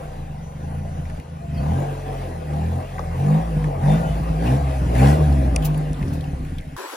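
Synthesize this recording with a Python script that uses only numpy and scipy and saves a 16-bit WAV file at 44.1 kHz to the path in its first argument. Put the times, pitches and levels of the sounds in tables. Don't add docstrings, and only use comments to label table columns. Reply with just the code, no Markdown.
import sys
import numpy as np
from scipy import signal
from scipy.fft import rfft, irfft, next_fast_len
from scipy.io import wavfile
from scipy.ndimage import uniform_filter1d

SR = 44100
rng = np.random.default_rng(int(sys.argv[2]) if len(sys.argv) > 2 else 0)


def pcm_store(signal):
    levels = np.round(np.clip(np.atleast_2d(signal), -1, 1) * 32767)
    wavfile.write(sys.argv[1], SR, levels.astype(np.int16).T)


N = 306915
TIME = np.arange(N) / SR


def gain_of(db):
    return 10 ** (np.asarray(db) / 20)


def unit_rms(x):
    return x / np.sqrt(np.mean(x ** 2) + 1e-20)


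def over_time(table):
    s, *columns = np.transpose(table)
    return np.squeeze([np.interp(TIME, s, c) for c in columns])


def over_frequency(table, hz):
    f, *columns = np.transpose(table)
    return np.squeeze([np.interp(np.log(hz + 1), np.log(f + 1), c) for c in columns])


def wander(rate_hz, count=1):
    size = int(SR / rate_hz)
    white = rng.standard_normal((count, N))
    return unit_rms(uniform_filter1d(uniform_filter1d(white, size, axis=1), size, axis=1))


def noise_pair(colour_db, patchy_db):
    frames, hz = N // 256 + 5, np.fft.rfftfreq(1024, 1 / SR)
    a, b, c, d, patches = rng.standard_normal((frames, 513, 5)).T
    patches = unit_rms(uniform_filter1d(uniform_filter1d(patches, size=8, axis=0), size=10, axis=1))
    spectra = np.array([a + 1j * b, c + 1j * d]) * gain_of(colour_db(hz)[:, None] + patchy_db * patches)
    return unit_rms(signal.istft(spectra, nperseg=1024, noverlap=768)[1][:, :N])


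def band(x, edges_hz, order):
    return unit_rms(signal.sosfilt(signal.butter(order, edges_hz, "band", fs=SR, output="sos"), x))


def resonance(hz, centre_hz, width_hz):
    return 1 / (1 + (2 * (hz - centre_hz) / width_hz) ** 2)


# f/Hz, nominal width/Hz, level/dB
SILENCER_MODES = [(82.6, 19.8, 0.5), (153.8, 40, -2.5), (201, 47.7, -10), (264, 61, -16.5), (63.3, 13.7, 0),
                  (133.4, 32.7, -9.5)]

def silencer(hz):
    hum, boom, bark, rasp, low_hum, low_boom = (
        (-1) ** k * gain_of(db) * resonance(hz, f, width) ** 1.55
        for k, (f, width, db) in enumerate(SILENCER_MODES))
    rasp = abs(rasp) + gain_of(-32.5) * resonance(hz, 350, 160)
    return np.array([hum + low_hum, boom + low_boom, bark, rasp])


# t/s, bark/dB, rasp/dB
TAILPIPE_APPROACH = [(0, 7.5, -5), (1.5, 4.5, 4.5), (3.3, -1, -1.5), (3.9, 2.5, -1), (4.501, -7.5, 7),
                     (5.03, 2, 7.5), (5.25, -2, 9), (5.45, 5.5, 11.5), (5.65, -9, 9.5), (6.76, 1.5, 13.5)]

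def exhaust(hz, turns, first_db, level_db, lift_db, rough, spread_db):
    bark_db, rasp_db = over_time(TAILPIPE_APPROACH)
    range_db = [lift_db + 1, lift_db + 2.5, 1.59 * lift_db + bark_db - 3.5, 1.18 * lift_db + rasp_db - 5]
    gains = gain_of(level_db + np.array(range_db))
    noisy = np.array([.4 * rough, .7 * rough, rough, rough ** .8])
    order = np.arange(3, 25)[:, None] / 2
    passed = silencer(order * hz) * np.where(order % 1, gain_of(-42), 1)
    level = (passed * (gains * np.sqrt(1 - noisy))[:, None]).sum(0)
    unsteady = gain_of(wander(rate_hz=20, count=len(order)))
    strength = gain_of(spread_db * np.interp(turns, np.arange(400), rng.standard_normal(400)))
    hum_hz, hum_width, _ = SILENCER_MODES[0]
    lag = 0.62 * np.arctan(2 * (order * hz - hum_hz) / hum_width)
    overtones = level * unsteady * np.sin(2 * np.pi * order * turns + 0.67 * order - lag)
    first_order = gain_of(first_db) * np.sin(2 * np.pi * turns + 0.045)
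    gas = unit_rms(irfft(rfft(rng.standard_normal(N)) * silencer(np.fft.rfftfreq(N, 1 / SR)), N))
    puffs = gain_of(3.9 * np.cos(2 * np.pi * turns) + 4.6 * wander(rate_hz=6.8)[0])
    turbulence = gain_of(-4) * (gains * np.sqrt(noisy) * puffs * gas).sum(0)
    return np.sqrt(2) * strength * (overtones.sum(0) + first_order) + turbulence


# f/Hz, nominal width/Hz, relative level/dB
PANEL_MODES = [(507, 36, -12.5), (545, 30, -17), (630, 28, -14.5), (680, 26, -12.5), (752, 34, -13),
               (792, 36, -14), (1014, 24, -23.5), (1460, 34, -14), (1603, 50, -15), (1957, 80, -16.5),
               (2540, 130, -16.5), (2765, 50, -20.5)]
LOW_PANELS = [mode for mode in PANEL_MODES if mode[0] < 1200]
HIGH_PANELS = [mode for mode in PANEL_MODES if mode[0] > 1200]

def panels(modes):
    out, swells = np.zeros((2, N)), gain_of(4 * wander(rate_hz=12, count=len(modes)))
    for (hz, width, db), swell in zip(modes, swells):
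        mode = signal.iirpeak(hz, hz / width, SR)
        ring = signal.lfilter(*mode, signal.lfilter(*mode, rng.standard_normal((2, N))))
        out += gain_of(db - 1.5) * swell * unit_rms(ring)
    return out


def knock(turns, t60_s=0.036, strike_turn=0.2012):
    t, firing = np.arange(3000) / SR, np.floor(turns - strike_turn).astype(int) + 1
    strikes = np.diff(firing, prepend=firing[0]) * gain_of(1.5 * rng.standard_normal(400))[firing]
    pair = []
    for _ in range(2):
        ring = sum(gain_of(db - 60 * t / t60_s) * np.sin(2 * np.pi * (hz * t + rng.random()))
                   for hz, _, db in LOW_PANELS)
        pair.append(signal.oaconvolve(strikes, ring * np.minimum(t / 0.0014, 1))[:N])
    return unit_rms(np.array(pair))


# f/Hz, relative density/dB
ROAR_SPECTRUM = [(30, -24), (60, -3), (150, 0), (230, 0), (300, 1), (400, -2), (500, 3), (650, 1),
                 (800, -1), (1000, -4.5), (1250, -9), (1600, -60)]

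def roar(throb, pedal):
    rumble = noise_pair(lambda f: over_frequency(ROAR_SPECTRUM, f), patchy_db=3.5)
    return rumble * gain_of(-3 + 0.5 * throb) + panels(LOW_PANELS) * gain_of(0.22 * throb + pedal)


# f/Hz, relative density/dB
CLATTER_SPECTRUM = [(700, -30), (1150, -5), (1400, -1), (1700, 0), (2500, -5), (4000, -12), (6300, -15),
                    (8000, -15), (10000, -14.5), (13000, -20), (14500, -21), (14900, -24), (15400, -52),
                    (17000, -65)]

def clatter(throb):
    rattle = noise_pair(lambda f: over_frequency(CLATTER_SPECTRUM, f), patchy_db=2.5)
    return rattle * gain_of(0.22 * throb) + panels(HIGH_PANELS)


# t/s, firing rate/Hz
FIRING_RATE = [(0, 32.1), (0.2, 28.2), (0.33, 24.4), (0.48, 22.5), (0.6, 25.7), (0.7, 28), (0.86, 28.8),
               (1.2, 26.3), (1.35, 27.5), (1.43, 21.5), (1.515, 25), (1.555, 27.5), (1.6, 32.5),
               (1.7, 39.8), (1.78, 46), (1.84, 47.5), (1.95, 46.1), (2.15, 45.7), (2.31, 42.9),
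               (2.52, 36.5), (2.74, 43), (2.88, 45), (3.09, 40), (3.33, 51.8), (3.46, 56), (3.56, 51.5),
               (3.65, 51), (3.79, 43.5), (4, 55.8), (4.12, 52), (4.25, 55.5), (4.37, 51.5), (4.47, 60),
               (4.59, 72), (4.66, 67), (4.76, 67), (4.93, 58), (5.17, 78), (5.39, 67.5), (5.51, 62.5),
               (5.62, 51), (5.92, 50), (6.05, 44), (6.2, 39), (6.36, 33), (6.5, 28.5), (6.76, 23.5)]
# t/s, first order/dB, exhaust above it/dB, roar/dB, clatter/dB
COAST_LEVELS = [(0, -43, -45, -34.5, -49), (.2, -31.5, -37, -40, -54), (.45, -38, -35.5, -42, -61.5),
                (.9, -34, -32.5, -37.5, -55), (1.18, -31, -37.5, -40, -50.5),
                (1.228, -55, -38.5, -41.5, -69), (1.38, -54, -37.5, -42, -73), (1.5, -39, -32.5, -41, -53),
                (1.85, -36, -27.5, -29, -46.5), (2.05, -34, -31.5, -34, -47.5), (2.2, -31, -30, -30, -45),
                (2.38, -40, -34.5, -34.5, -50), (2.6, -41, -34, -38.5, -50), (2.901, -35, -35.5, -35, -48),
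                (3.501, -25.5, -24.5, -32, -46), (3.68, -26, -22, -33, -47), (3.77, -36, -28.5, -30, -49.5),
                (4, -33, -21, -28, -42), (4.15, -23, -23.5, -30.5, -44), (4.35, -25.5, -25.5, -30.5, -46.5),
                (4.6, -23.5, -26, -28.5, -45), (4.75, -22, -28, -31.5, -43), (4.9, -20.5, -18.5, -27, -43),
                (5.171, -26, -21, -27, -41), (5.3, -15, -18.5, -29, -42), (5.55, -20.5, -23.5, -30.5, -46),
                (5.719, -28, -20.5, -32.5, -46), (5.921, -33, -28, -34.5, -48.5),
                (6.08, -35, -28, -34.5, -46.5), (6.3, -38, -28.5, -39.5, -51.5),
                (6.551, -27.5, -37, -44, -51), (6.76, -36, -39, -48.5, -58)]
# t/s, noisy share of the exhaust/0-1, spread of the firings/dB
UNEVEN_FIRING = [(0, .4, 3), (.5, .3, 2.5), (.75, .04, 1), (1.2, .3, 2.5), (1.45, .1, 1), (1.85, 0, .5),
                 (2.9, .06, 1), (3.5, .01, .7), (4.1, .1, 1.5), (4.7, .05, 1), (5.2, .04, .7),
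                 (5.55, .12, 1.5), (5.7, 0, .5), (5.85, .1, 1), (6, .45, 3), (6.76, .5, 4.5)]

def engine(idle_clatter_db=-55):
    first_db, exhaust_db, roar_db, clatter_db = over_time(COAST_LEVELS)
    (first_lift, exhaust_lift, roar_lift, clatter_lift), pedal, release_db = throttle()
    unevenness = 1 - .95 * pedal
    rough, spread_db = over_time(UNEVEN_FIRING) * unevenness
    hz = uniform_filter1d(over_time(FIRING_RATE), size=1200)
    turns = np.cumsum(hz * (1 + 0.005 * unevenness * wander(rate_hz=21.8)[0])) / SR
    throb = np.cos(2 * np.pi * turns) * (1 + 2.5 * pedal)
    low = roar(throb, pedal)
    high = np.hypot(gain_of(clatter_db + clatter_lift), gain_of(idle_clatter_db)) * clatter(throb)
    low += gain_of(-19 + 13.5 * pedal) * knock(turns)
    bay = gain_of(roar_db + roar_lift) * low + high + whistle() + whine(turns)
    pipe = exhaust(hz, turns, first_db + first_lift, exhaust_db + release_db,
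                   exhaust_lift, rough, spread_db)
    return bay + pipe + thuds()


# t/s, f/Hz, level/dB
BAY_WHISTLE = [(.05, 6040, -80), (.2, 6046, -68), (.37, 6046, -74), (.4, 6030, -76), (.43, 6024, -62),
               (.52, 6045, -64), (.64, 6050, -63), (.7, 5975, -68), (.81, 6007, -64), (.95, 6022, -61),
               (1.05, 6022, -63), (1.15, 6025, -72), (1.27, 6050, -69), (1.44, 6025, -72),
               (1.55, 6030, -80)]

def whistle():
    s, hz, db = np.transpose(BAY_WHISTLE)
    level = gain_of(np.interp(TIME, s, db, right=-120) + 1.6 * wander(rate_hz=21)[0])
    return np.sqrt(2) * level * np.sin(2 * np.pi * np.cumsum(np.interp(TIME, s, hz)) / SR)


# t/s, length/s, first order/dB, exhaust above it/dB, roar/dB, clatter/dB
THROTTLE_BLIPS = [(0.547, 0.21, 1, 1, -0.5, 5), (1.512, 0.27, -1, 6, 3, 4), (2.43, 0.34, -8, 9, 3.5, 3),
                  (3.116, 0.23, -11, 11, 5, 3), (3.78, 0.14, 9.5, 8.5, 2.5, 5.5),
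                  (4.36, 0.17, 1.5, 11, 2, 6), (4.907, 0.19, 7, 7, 5, 10)]

def throttle(press_s=0.11, bite_s=0.1, release_s=0.095, roar_lag_s=0.031):
    lifts_db, pedal, release_db = 0, 0, 0
    rise_s = np.c_[[press_s, press_s, press_s, bite_s]]
    for s, length, *db in THROTTLE_BLIPS:
        age = TIME - s - np.c_[[0, 0, roar_lag_s, 0]]
        ramp = np.clip(np.minimum(age / rise_s, 1 + (length - age) / release_s), 0, 1)
        shape = np.sin(np.pi / 2 * ramp) ** 2
        lifts_db += np.c_[db] * shape
        pedal += shape[0]
        release_db += 1.5 * np.exp(-((age[0] - length - release_s / 2) / 0.17) ** 2)
    return lifts_db, pedal, release_db


# t/s, level/dB, ring f/Hz, pitch sag/0-1, fizz against the ring/dB, rise/s, t60/s
TREAD_SNAPS = [(1.055, -43, 2100, 0.26, -10, 0.0015, 0.044), (1.099, -42, 1950, .3, -6, 0.0018, 0.056),
               (1.2, -43, 2470, .3, -1, 0.0018, 0.037), (2.983, -27.5, 1750, 0.49, -27, 0.0011, 0.03),
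               (2.9936, -20.5, 1055, 0.57, -19, 0.001, 0.036), (3.643, -30, 2030, 0.61, -13, 0.00064, 0.03),
               (4.47, -37, 2580, 0, -11, 0.024, 0.25), (4.953, -30, 1905, .3, -10, 0.0018, 0.073),
               (5.326, -44, 4500, 0.068, 4, .002, 0.033), (5.562, -28, 4760, 0.036, 12, 0.00055, 0.017),
               (5.5613, -22, 9400, .02, -22, 0.00039, 0.016),
               (5.5635, -20.5, 2530, 0.079, -21, 0.00086, 0.014), (5.626, -42, 3050, 0, -2, 0.0085, 0.22),
               (5.656, -40, 2720, 0, 9, 0.018, 0.22), (5.658, -33, 13200, 0, -30, .022, 0.086),
               (5.746, -37.5, 3006, 0.28, -4, 0.0015, 0.026), (5.777, -42, 11100, 0.17, -3, 0.0026, 0.064),
               (5.932, -53.5, 6100, 0.15, 16, 0.0009, 0.029), (5.944, -46, 3650, 0.098, -20, 0.001, 0.027),
               (6.015, -39, 2000, 0.25, -18, 0.0023, 0.026), (6.028, -33, 2340, .4, -11, 0.001, 0.032),
               (6.082, -45.5, 5600, 0, -15, 0.0036, 0.04), (6.111, -52, 2790, 0.34, -10, 0.0015, 0.023),
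               (6.136, -51.5, 4485, 0, 5.5, 0.012, 0.42), (6.21, -40.5, 3700, .2, 0, .0018, 0.02),
               (6.243, -40, 2760, 0.034, -4, 0.0013, 0.016), (6.45, -50, 2280, 0.083, -2, 0.0049, 0.097),
               (6.485, -42.5, 2250, 0.45, -18, 0.0015, 0.031), (6.585, -35, 3214, 0.34, -7.5, 0.002, 0.038),
               (6.603, -40, 2330, 0.13, -17, 0.0011, 0.011), (6.611, -55, 8900, .1, 8, 0.0011, 0.012)]

def tread(sag_s=0.0031, wet_s=.003, size=8000):
    out, t = np.zeros((2, N + size)), np.arange(size) / SR
    for s, db, hz, sag, fizz_db, rise, t60 in TREAD_SNAPS:
        burst, age = rng.standard_normal((2, size)), t - 3 * rise
        shape = np.where(age < 0, np.exp(-(1.5 * age / rise) ** 2), gain_of(-60 * age / t60))
        pitch_hz = hz * (1 - sag * np.tanh(age / sag_s))
        tone = np.sqrt(2) * np.sin(2 * np.pi * (np.cumsum(pitch_hz) / SR + rng.random()))
        wet = min(rise / wet_s, 1)
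        ring = np.sqrt(wet) * band(burst, [.85 * hz, 1.15 * hz], order=2) + np.sqrt(1 - wet) * tone
        fizz = band(burst, [min(1.5 * hz, 5000), min(6 * hz, 10500 + 3700 * wet)], order=4)
        at = round((s - 3 * rise) * SR)
        out[:, at:at + size] += gain_of(db) * (shape * ring + gain_of(fizz_db) * shape ** 2.6 * fizz)
    return out[:, :N]


# t/s, level/dB
HARD_FIRINGS = [(1.184, -23), (3.566, -15.5), (4.202, -13.5), (4.301, -15.5), (4.816, -13), (4.865, -15),
                (4.956, -14), (5.905, -17), (6.013, -17), (6.084, -22.5), (6.173, -23), (6.277, -23),
                (6.333, -20), (6.521, -19.5), (6.596, -23), (6.67, -25)]
# f/Hz, relative level/dB, t60/s
SILENCER_RING = [(74.7, 4, 0.07), (146.5, 5, 0.068), (255, -6.5, 0.074)]

def thuds():
    t, strikes = np.arange(6000) / SR, np.zeros(N)
    ring = -sum(gain_of(db - 60 * t / t60) * np.sin(2 * np.pi * hz * t) for hz, db, t60 in SILENCER_RING)
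    s, db = np.transpose(HARD_FIRINGS)
    strikes[np.round(s * SR).astype(int)] = gain_of(db)
    return signal.oaconvolve(strikes, ring * np.minimum(t / 0.0043, 1))[:N]


# t/s, length/s, f/Hz, level/dB
CAR_SQUEAKS = [(1.55, 0.1, 4570, -57), (1.57, 0.045, 4400, -52), (1.537, 0.037, 4970, -57),
               (1.56, 0.061, 3200, -56), (3.86, 0.14, 3600, -48.5), (3.89, 0.22, 1420, -40),
               (4.03, 0.14, 2990, -54)]

def squeaks():
    out, waver = np.zeros(N), wander(rate_hz=100)[0]
    for s, length, hz, db in CAR_SQUEAKS:
        part = slice(round(s * SR), round((s + length) * SR))
        tone = np.sqrt(2) * np.sin(2 * np.pi * np.cumsum(hz * (1 + 0.003 * waver[part])) / SR)
        out[part] += gain_of(db + 3 * waver[part]) * tone * signal.windows.tukey(len(tone), .6)
    return out


# t/s, level/dB
WHINE_LEVELS = [(1.6, -70), (1.85, -41.5), (2.1, -44.5), (2.3, -49), (3.1, -52.5), (3.3, -36.5),
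                (3.45, -50), (3.6, -36.5), (3.8, -48), (4.3, -48), (4.55, -50), (4.75, -36), (4.9, -47),
                (5.2, -50), (5.42, -37), (5.52, -42), (6.2, -54)]

def whine(turns, order=9.55):
    level = gain_of(np.interp(TIME, *np.transpose(WHINE_LEVELS), left=-120, right=-120))
    return np.sqrt(2) * level * np.sin(2 * np.pi * order * turns)


# f/Hz, relative density/dB
RUSH_SPECTRUM = [(59, -101), (100, -68), (308, -12.5), (365, -6.5), (705, -12), (768, -8), (1030, -1),
                 (2130, -15), (8110, -21), (9210, -59), (9820, -19.5), (10500, -18.5), (16000, -32)]
# t/s, gurgle/dB, wash/dB
RUSH_SWELLS = [(6.772, -71, -39.5), (6.781, -35.5, -36), (6.844, -38, -38.5), (6.918, -53, -35),
               (6.941, -30.5, -36.5), (6.955, -42, -37.5)]
RUSH_START_S = 6.765

def rush(split_hz=700):
    gurgle_db, wash_db = over_time(RUSH_SWELLS)
    gurgle = noise_pair(lambda f: over_frequency(RUSH_SPECTRUM, f) - 40 * (f > split_hz), patchy_db=2.5)
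    wash = noise_pair(lambda f: over_frequency(RUSH_SPECTRUM, f) - 40 * (f <= split_hz), patchy_db=2.5)
    tick = 1 + 2.3 * np.exp(-abs(TIME - RUSH_START_S) / 0.0017)
    return gain_of(gurgle_db) * gurgle + gain_of(wash_db + 1.5) * wash * tick


def in_stereo(pair, image):
    size = next_fast_len(N)
    likeness, phase, lean_db = over_frequency(image, np.fft.rfftfreq(size, 1 / SR))
    left, own = rfft(pair, size)
    right = np.exp(1j * phase) * (likeness * left + 1j * np.sqrt(np.maximum(1 - likeness ** 2, 0)) * own)
    lean = gain_of(lean_db / 2)
    return irfft(np.array([left * lean, right / lean]), size)[:, :N]


# f/Hz, left-right likeness/0-1, right phase/rad, left over right/dB
CAR_IMAGE = [(130, .997, 0, .2), (345, .85, 0, -.3), (520, .65, -1.6, 2), (860, .68, -2.1, 4),
             (1100, .4, -2.8, 2), (1400, .45, -4.4, 1), (1720, .7, -5.5, 2), (2070, .83, -6.1, 1),
             (3100, .5, -7.6, 2), (4800, .4, -6.8, 2.5), (7750, .3, -4, 0), (8600, .95, -3.1, 0),
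             (9300, .42, -6.5, 0), (11000, .6, -6.3, 0), (11400, .99, -9.42, 0), (12700, .99, -9.42, 0),
             (13100, .99, -12.57, 0)]
RUSH_IMAGE = [(297, 0.65, 1, 0.5), (990, 1, 1, 1.5), (1720, 0.8, -0.5, 5), (2270, 0.24, -4, 5.5),
              (5400, 0.16, 6.5, 2.5), (8700, 0.47, -2.5, 0), (9300, .99, 2, 0), (9450, 0.38, 3.5, 0),
              (12100, 0.23, 1, 0)]

def scene():
    switch = np.clip((TIME - RUSH_START_S) / .001, 0, 1)
    car = in_stereo(engine() + squeaks() + tread(), CAR_IMAGE)
    return (1 - switch) * car + switch * in_stereo(rush(), RUSH_IMAGE)


def record(dry, low_cut_hz=30, high_cut_hz=16400):
    thin = signal.sosfilt(signal.butter(2, low_cut_hz, "high", fs=SR, output="sos"), dry)
    low_pass = signal.firwin(511, high_cut_hz, window=("kaiser", 9), fs=SR)
    return signal.oaconvolve(thin, low_pass[None], "same")


dry = scene()
out = record(dry)
pcm_store(out)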